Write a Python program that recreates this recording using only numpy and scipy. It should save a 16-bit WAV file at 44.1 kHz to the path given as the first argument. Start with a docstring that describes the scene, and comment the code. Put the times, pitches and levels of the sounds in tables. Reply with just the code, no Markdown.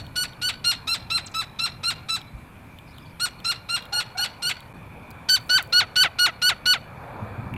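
"""A woodpecker yips in three quick series in a walled yard: harmonic stacks filtered by throat and beak.
The walls return each yip as scattered echoes and a decaying tail. Small birds whistle and warble as gliding
tones, and a farther bird coos twice. Claws ring a rail, feathers rustle as noise grains and wind slaps the
microphone, over shaped noise for wind, distant traffic, a narrow drone and hiss.
The sound drops out for an instant before the last, closer series."""
import sys
import numpy as np
from scipy import signal
from scipy.io import wavfile
from scipy.ndimage import uniform_filter1d

SR = 44100
rng = np.random.default_rng(int(sys.argv[2]) if len(sys.argv) > 2 else 0)


def persist_wave(psi):
    """Save psi, clipped to +-1, as 16-bit WAV."""
    counts = np.round(np.clip(psi, -1, 1) * 32767).astype(np.int16)
    wavfile.write(sys.argv[1], SR, np.atleast_2d(counts).T)


def undo_db(level):
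    """Turn decibels back into plain size, where 20 dB means ten times bigger."""
    steps = np.asarray(level, float) / 20
    return 10 ** steps


N = 333837
LEAD = SR // 2  # samples before time zero, so that an earlier yip still rings
DROPOUT_S, DROPOUT_LENGTH_S = 4.733, .006  # middle and length of the silence

# Woodpecker yips: t/s, held length/s, nominal start f/Hz, nominal top f/Hz, mid-note dip as a fraction of pitch,
# base level/dB, slope of the tail/(dB per s)
YIPS = [(-.107, 0.085, 1450, 1473, 0.04, -23.5, -700), (.155, .078, 1479, 1487, 0.02, -24, -450),
        (0.414, .072, 1427, 1505, 0.01, -23.5, -250), (.641, 0.07, 1396, 1418, 0, -20, -300),
        (0.87, 0.071, 1306, 1381, 0.01, -23, -300), (1.099, 0.074, 1331, 1376, 0.01, -23.5, -350),
        (1.339, .072, 1310, 1337, 0.02, -24.5, -400), (1.587, 0.07, 1327, 1388, 0.02, -23.5, -350),
        (1.831, .069, 1332, 1416, 0.02, -23.5, -250), (2.085, 0.072, 1345, 1343, 0.02, -25.5, -450),
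        (3.196, .057, 1349, 1450, 0, -22, -450), (3.442, 0.07, 1359, 1420, 0.04, -23, -400),
        (3.687, 0.073, 1371, 1409, 0.01, -24, -300), (3.923, 0.076, 1457, 1453, 0.03, -23.5, -300),
        (4.171, .069, 1421, 1492, 0.04, -24, -250), (4.419, .072, 1400, 1505, 0.05, -24, -220),
        (5.286, .072, 1557, 1530, 0.03, -14.5, -700), (5.491, 0.084, 1453, 1539, 0.03, -15.5, -330),
        (5.723, 0.077, 1408, 1486, 0.02, -14.5, -270), (5.956, 0.074, 1464, 1524, 0.03, -14.5, -150),
        (6.185, 0.072, 1459, 1460, 0.01, -15, -200), (6.416, 0.074, 1415, 1502, 0.02, -16, -200),
        (6.655, 0.076, 1477, 1485, .01, -15.5, -300)]
# Colour of each yip, perhaps as the head turns: lift of the fundamental/dB, second harmonic/dB, treble/dB
YIP_COLOURS = [(3.5, -14, 5), (8.5, -8.5, 14.5), (6.5, -4.5, 11), (3, -10, 7.5), (5, -8.5, 9.5), (7, -7, 8),
               (8.5, -12.5, 7), (7, -9.5, 5.5), (7.5, -8, 7.5), (7, -12, 11), (8, -11, 12),
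               (8.5, -8.5, 9.5), (8, -5.5, 8.5), (6.5, -5.5, 9.5), (5, -7.5, 10), (6, -5, 11),
               (-0.2, -13, 2.5), (8, -10, 1), (5, -10.5, -3.5), (6, -4.5, 3.5), (8, -6.5, 3),
               (7.5, -5.5, 5.5), (7.5, -6, 3)]
# Where those lifts apply: f/Hz of fundamental, second harmonic, main resonance (no lift), treble
LIFT_HZ = [1420, 3090, 3740, 8360]
# Resonances of throat and open beak: f/Hz, relative level/dB
THROAT = [(400, -20), (1420, -13), (2100, -3.5), (2850, -1), (4250, 1), (5700, -17), (7100, -27.5),
          (8500, -15.5), (9900, -35.5), (11400, -23), (12800, -29), (16000, -43)]
EFFORT_DB_PER_SEMITONE = 3.0  # effort raises pitch and level together
OPENING_DB, OPENING_S = -4, 0.026  # the note starts softer and fills out
FIRST_CREST, LAST_CREST = .2, 0.863  # shares of the held note; the rise levels off at the second
# Pairs below are (far, close): the pitch bends over just before the end, then drops
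BEND_S, DROP_S, DROP_BEND = .005, (.015, .016), 2.41
SLACK_HZ, SINK_HZ_PER_S = 859.4, (6000, 4500)  # slack membranes sink on from there
SHUT_DB, TAIL_S = -3, (.043, .053)  # loss as the beak shuts; length of the tail
MUFFLE_S, MUFFLE_DB_PER_S = 0.017, -900  # the shut beak dulls the late tail: extra fade at 8 kHz
FAR_LOSS_DB = 5  # treble that the air takes from the far series at 12 kHz

# Decay of the yard: f/Hz, t60/s
YARD_DECAY = [(500, 0.14), (1500, 0.49), (4500, 0.35), (9000, 0.16), (15000, 0.17)]
# Wall echoes: delay/s, level before gusts and send/dB
WALLS = [(.007, -8.5), (0.054, -37), (0.109, -52), (.29, -45.5)]
CLOSE_YARD_DB = -12  # the yard is weaker against the close series

# Coos of a farther bird: t/s, length/s, start f/Hz, top f/Hz, base level/dB
COOS = [(3.91, .19, 788, 855, -42), (4.142, .19, 699, 826, -40)]
# Harmonics of a coo, from the first: mean relative level/dB
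COO_ORDERS_DB = [0, -8, -15]
COO_PEAK, COO_FADE_DB = .33, -15  # share of the length where pitch and level top out; level of the long fade

# Whistled notes of small birds: t/s, length/s, start f/Hz, end f/Hz, level/dB
WHISTLES = [(1.259, 0.02, 8600, 2550, -39), (1.312, 0.013, 8300, 3700, -53.5)]
WARBLE_START_S, WARBLE_END_S = 2.865, 3.09  # first and last note onsets
WARBLE_LOW_HZ, WARBLE_HIGH_HZ, WARBLE_DB = 3300, 5100, -64  # range of starting pitch; loudest note

# Claw ticks: t/s, level/dB, ring f/Hz, treble snap against the ring before a 15 dB cut/dB
TICKS = [(.066, -35, 3240, 4.5), (.333, -34.5, 3250, -5), (1.249, -34, 3200, -16), (2.215, -30, 3340, -3),
         (2.787, -33.5, 3090, 1.5), (2.983, -33, 3130, 2), (3.402, -35, 3120, 2), (3.824, -29.5, 3440, -2),
         (3.854, -33, 3300, 4), (4.605, -34.5, 3330, 5.5), (5.105, -54, 4200, 29.5),
         (5.111, -39.5, 4140, 13), (5.626, -48, 2400, 35), (7.539, -26, 2340, -2.5),
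         (7.564, -26.5, 2340, -11)]
# Modes of the rail: multiple of the ring f, relative level/dB, t60/s
RAIL_MODES = [(1.0, 0, .011), (1.13, -6, .025), (.75, -8, .008)]
# Feathers settling on the feeder
RUSTLE_START_S, RUSTLE_END_S, RUSTLE_PER_S, RUSTLE_GAIN_DB = 5.3, 5.75, 500, -62
# Wind slaps on the microphone: t/s, level/dB, f/Hz
SLAPS = [(2.352, -30, 55), (7.228, -25, 105), (7.39, -29, 110), (7.47, -28, 95), (7.53, -28, 120)]

# Course of the background: t/s, wind level/dB, traffic level/dB
AIR_LEVELS = [(0, -41.5, -50.5), (.6, -45, -50), (3.1, -45.5, -52.5), (4.101, -49, -47.5),
              (4.72, -47.5, -50), (4.74, -42.5, -48), (5.6, -47.5, -46.5), (6.8, -46, -47),
              (7.15, -41.5, -40), (7.57, -34.5, -43.5)]
# Spectrum of the wind: f/Hz, relative level per Hz/dB
WIND = [(15, -17), (45, -9), (76, -5), (113, 0), (200, -8.5), (270, -11), (400, -21.5), (800, -95)]
# Spectrum of the traffic: f/Hz, relative level/dB
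TRAFFIC = [(200, -20), (300, -8), (420, 1.5), (950, 5), (1700, -4.5), (3000, -25.5), (4500, -22.5),
           (6000, -62.5)]
# Spectrum of the hiss: f/Hz, relative level/dB
HISS = [(2500, 12.5), (5500, -3), (7000, -3), (11000, 1.5), (14000, -1), (16000, -16.5)]
# Bands of the drone: f/Hz, width/Hz, relative level/dB
DRONE = [(2370, 240, 0), (3500, 160, -14), (104, 14, 8), (240, 20, 2)]
DRONE_DB, HISS_DB = (-55.5, -52), (-59.5, -60.5)  # (before, after the dropout)


def evened(x):
    """Normalisation: scales a signal to rms 1."""
    return x / np.sqrt(np.mean(x ** 2) + 1e-20)


def read(points, hz):
    """Interpolates a spectrum table along a logarithmic frequency axis."""
    f, value = np.transpose(points)
    return np.interp(np.log(hz + 1), np.log(f + 1), value)


def add(mix, s, sound):
    """Superposition: adds a sound to the mix at time s."""
    part = mix[round(s * SR) + LEAD:][:len(sound)]
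    part += sound[:len(part)]


def wobble(shape, size):
    """Low-pass random modulation: twice-smoothed noise of rms 1 along the last axis."""
    smooth = uniform_filter1d(rng.standard_normal(shape), size)
    return evened(uniform_filter1d(smooth, size))


def yip(start, held, start_hz, top_hz, dip, db, fade_db, colour):
    """Source and filter: harmonics pass the throat; a hoarse start, a held note, a drop as the beak shuts."""
    close = int(start > DROPOUT_S)
    t = np.arange(0, held + TAIL_S[close], 1 / SR)
    u = np.minimum(t / held, 1)
    after = np.maximum(t - held + BEND_S, 0)

    note = start_hz + (top_hz - start_hz) * np.sin(np.pi / 2 * u / LAST_CREST)
    note *= 1 - dip * np.sin(np.pi * (u - FIRST_CREST) / (LAST_CREST - FIRST_CREST)) ** 2
    openness = np.exp(-(after / DROP_S[close]) ** DROP_BEND)
    effort_db = EFFORT_DB_PER_SEMITONE * 12 * np.log2(note / note.mean())
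    level_db = db + effort_db + OPENING_DB * np.exp(-t / OPENING_S)
    level_db += SHUT_DB * (1 - openness) + fade_db * after

    sinking = SLACK_HZ - SINK_HZ_PER_S[close] * after
    pitch = openness * note + (1 - openness) * sinking
    pitch = uniform_filter1d(pitch, size=200, mode="nearest")
    slack = 1 - pitch / pitch.max()  # loose membranes jitter and hiss
    hoarse = np.exp(-t / .006)
    jitter = (.0015 + .04 * slack + .06 * hoarse) * wobble(len(t), size=40)
    pitch = pitch * (1 - .1 * hoarse + jitter)

    order = np.arange(1, 26)[:, None]
    hz = order * pitch
    beak = (1 - slack) ** (.4 if close else .2)  # resonances sink as the beak shuts
    fundamental_db, second_db, treble_db = colour
    lift = np.transpose([LIFT_HZ, [fundamental_db, second_db, 0, treble_db]])
    colour_db = read(THROAT, hz / beak) + read(lift, hz)
    colour_db -= (not close) * FAR_LOSS_DB * (hz / 12000) ** 2
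    colour_db += MUFFLE_DB_PER_S * np.maximum(after - MUFFLE_S, 0) * (hz / 8000) ** 2
    colour_db -= 12 * hoarse * (hz / 8000) ** 2  # the treble comes in late

    # moving air shakes the far sound more
    flutter_db = (.5 if close else .8) * order ** .75 * wobble((25, len(t)), size=300)
    flutter_db = flutter_db - 0.1 * flutter_db.var(1, keepdims=True)  # offsets the mean power gain
    gains = undo_db(colour_db + flutter_db) * (hz < .45 * SR)
    gains /= np.sqrt((undo_db(colour_db) ** 2).sum(0) / 2)
    breath_depth = .025 + (.4 if close else .55) * slack + .9 * hoarse
    breath = 1 + breath_depth * np.sqrt(order) * wobble(gains.shape, size=12)
    phase = order * (2 * np.pi * np.cumsum(pitch) / SR + 0.281 * order)
    stack = gains * breath * np.cos(phase)
    edges = np.minimum(t / .009, 1) * np.minimum((t[-1] - t) / .022, 1)
    return start, undo_db(level_db) * stack.sum(0) * edges


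def yard(x):
    """Reverberation: rough wall echoes, and a sparse random tail that decays band by band."""
    taps = np.zeros(SR)
    at = np.arange(200, SR - 20, 20)
    taps[at + rng.integers(0, 20, len(at))] = rng.choice([-1., 1.], len(at))
    hz, t, z = signal.stft(taps, SR, nperseg=256)
    decay = undo_db(-60 * t / read(YARD_DECAY, hz)[:, None])
    tail = signal.istft(z * decay, SR, nperseg=256)[1]
    tail *= undo_db(-17) / np.linalg.norm(tail)
    for delay, db in WALLS:
        scatter = rng.standard_normal(300) * np.exp(-np.arange(300) / 80)  # each wall smears over a few ms
        tail[round(delay * SR):][:300] += undo_db(db) * scatter / np.linalg.norm(scatter)
    send = np.where(np.arange(len(x)) > DROPOUT_S * SR + LEAD, undo_db(CLOSE_YARD_DB), 1)
    gusts = undo_db(3.0 * wobble(len(x), size=250))  # moving air breaks up the echoes
    return x + gusts * signal.fftconvolve(x * send, tail)[:len(x)]


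def coo(s, length, start_hz, top_hz, db):
    """Additive synthesis: a few fluttering low harmonics rise to their pitch, swell and fade."""
    t = np.arange(0, length, 1 / SR)
    u = t / length
    phase = 2 * np.pi * np.cumsum(np.interp(u, [0, COO_PEAK], [start_hz, top_hz])) / SR
    swell_db = np.interp(u, [0, COO_PEAK, 2 * COO_PEAK, 1], [COO_FADE_DB / 3, 0, COO_FADE_DB, COO_FADE_DB])
    stack = np.zeros(len(t))
    for order, order_db in enumerate(COO_ORDERS_DB, 1):
        stack += undo_db(order_db + 5.9 * wobble(len(t), size=300)) * np.sin(order * phase)
    return s, undo_db(db + swell_db) * stack * np.sqrt(2) * signal.windows.tukey(len(t), .2)


def whistle(s, length, start_hz, end_hz, db):
    """Frequency glide: a nearly pure tone with a faint octave, its phase the integral of its pitch."""
    u = np.linspace(0, 1, round(length * SR))
    phase = 2 * np.pi * np.cumsum(start_hz + (end_hz - start_hz) * u ** 1.5) / SR
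    tone = np.sin(phase) + .05 * np.sin(2 * phase)
    return s, undo_db(db) * np.sin(np.pi * u) ** .5 * tone * np.sqrt(2)


def warble():
    """Superposed short glides, rising first and falling later, blurred by distance as random modulation."""
    out = np.zeros(N + LEAD)
    for u, (a, b, c) in zip(np.linspace(0, 1, num=30), rng.random((30, 3))):
        s = WARBLE_START_S + u * (WARBLE_END_S - WARBLE_START_S)
        hz = WARBLE_LOW_HZ + a * (WARBLE_HIGH_HZ - WARBLE_LOW_HZ)
        note = whistle(s, .018 + .02 * b, hz, hz * (1.1 - .2 * u), WARBLE_DB - 6 * c)
        add(out, *note)
    return out * (1 + .8 * wobble(len(out), size=45))


def tick(s, db, hz, snap_db):
    """Impact excitation: a claw rings damped modes of the rail, with a bright noise snap."""
    t = np.arange(2000) / SR
    ring = np.zeros(len(t))
    for multiple, mode_db, t60 in RAIL_MODES:
        ring += undo_db(mode_db - 60 * t / t60) * np.sin(2 * np.pi * multiple * hz * t)
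    snap = np.diff(rng.standard_normal(2001)) * undo_db(snap_db - 15 - 60 * t / .012)
    return s, undo_db(db) * (ring + snap) * np.minimum(t / 0.00054, 1)


def rustle():
    """Granular friction: randomly timed impulses, each a decaying puff of high-passed noise."""
    t = (np.arange(N + LEAD) - LEAD) / SR
    struck = rng.random(len(t)) < RUSTLE_PER_S / SR
    grains = struck * undo_db(2.5 * rng.exponential(1, len(t)))
    grains = grains * (t > RUSTLE_START_S) * (t < RUSTLE_END_S)
    puffs = signal.lfilter([1], [1, -.985], grains) * rng.standard_normal(len(t))
    treble = signal.butter(4, 7000, "high", fs=SR, output="sos")
    return undo_db(RUSTLE_GAIN_DB) * signal.sosfilt(treble, puffs)


def slap(s, db, hz):
    """Wind pressure: a gust pushes the membrane through a few slow, pointed swings."""
    t = np.arange(-.04, .06, 1 / SR)
    swing = np.cos(2 * np.pi * hz * t) + .5 * np.cos(2 * np.pi * 2.0 * hz * t)
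    return s + t[0], undo_db(db) * swing * np.exp(-abs(t) / np.where(t < 0, .01, .018))


def noise(db_of_hz, patchy_db):
    """Spectral shaping: random short-time spectra of a given colour with drifting patches, rms 1."""
    frames, hz = N // 512 + 5, np.fft.rfftfreq(2048, 1 / SR)
    a, b, patches = rng.standard_normal((frames, 1025, 3)).T
    patches = evened(uniform_filter1d(uniform_filter1d(patches, 16, 0), 6, 1))
    z = (a + 1j * b) * undo_db(db_of_hz(hz)[:, None] + patchy_db * patches)
    return evened(signal.istft(z, nperseg=2048, noverlap=1536)[1][:N])


def drone_db(hz):
    """Resonance bands: the power of the drone's peaks adds up at each frequency."""
    power = sum(undo_db(2 * db) / (1 + (2 * (hz - f) / width) ** 4) for f, width, db in DRONE)
    return 10 * np.log10(power)


def air():
    """Broadband background: lumpy wind, traffic roar, fuzzy drone bands and hiss as shaped noise."""
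    t = np.arange(N) / SR
    s, wind_db, traffic_db = np.transpose(AIR_LEVELS)
    wind = undo_db(np.interp(t, s, wind_db)) * undo_db(0.85 * wobble(N, size=1500))
    traffic = undo_db(np.interp(t, s, traffic_db))
    drone = undo_db(np.where(t < DROPOUT_S, *DRONE_DB))
    hiss = undo_db(np.where(t < DROPOUT_S, *HISS_DB))
    return (wind * noise(lambda hz: read(WIND, hz), patchy_db=0.5)
            + traffic * noise(lambda hz: read(TRAFFIC, hz) - hz / 300 * (hz > 6000), patchy_db=2.0)
            + drone * noise(drone_db, patchy_db=1.5)
            + hiss * noise(lambda hz: read(HISS, hz) - 60 * (hz < 1500), patchy_db=2.0))


def scene():
    """Direct and reverberant paths: birds ring in the yard; the other sources bypass its echoes."""
    birds, near = np.zeros((2, N + LEAD))
    for row, colour in zip(YIPS, YIP_COLOURS):
        add(birds, *yip(*row, colour))
    for row in COOS:
        add(birds, *coo(*row))
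    for row in WHISTLES:
        add(birds, *whistle(*row))
    for row in TICKS:
        add(near, *tick(*row))
    for row in SLAPS:
        add(near, *slap(*row))
    mono = (yard(birds + warble()) + near + rustle())[LEAD:] + air()
    side = undo_db(-24) * signal.lfilter([1, -.8], 1, np.roll(mono, 300))  # a trace of width
    return np.array([mono + side, mono - side])


def low_pass(x):
    """Removes everything above the highest recorded frequency."""
    return signal.sosfilt(signal.butter(12, 15980, fs=SR, output="sos"), x)


def record(dry):
    """Amplitude gating: a short dropout silences the mix, with 2 ms ramps on either side."""
    distance_s = abs(np.arange(N) / SR - DROPOUT_S)
    gate = np.clip((distance_s - DROPOUT_LENGTH_S / 2) / .002, 0, 1)
    return low_pass(dry * gate)


dry = scene()
out = record(dry)
persist_wave(out)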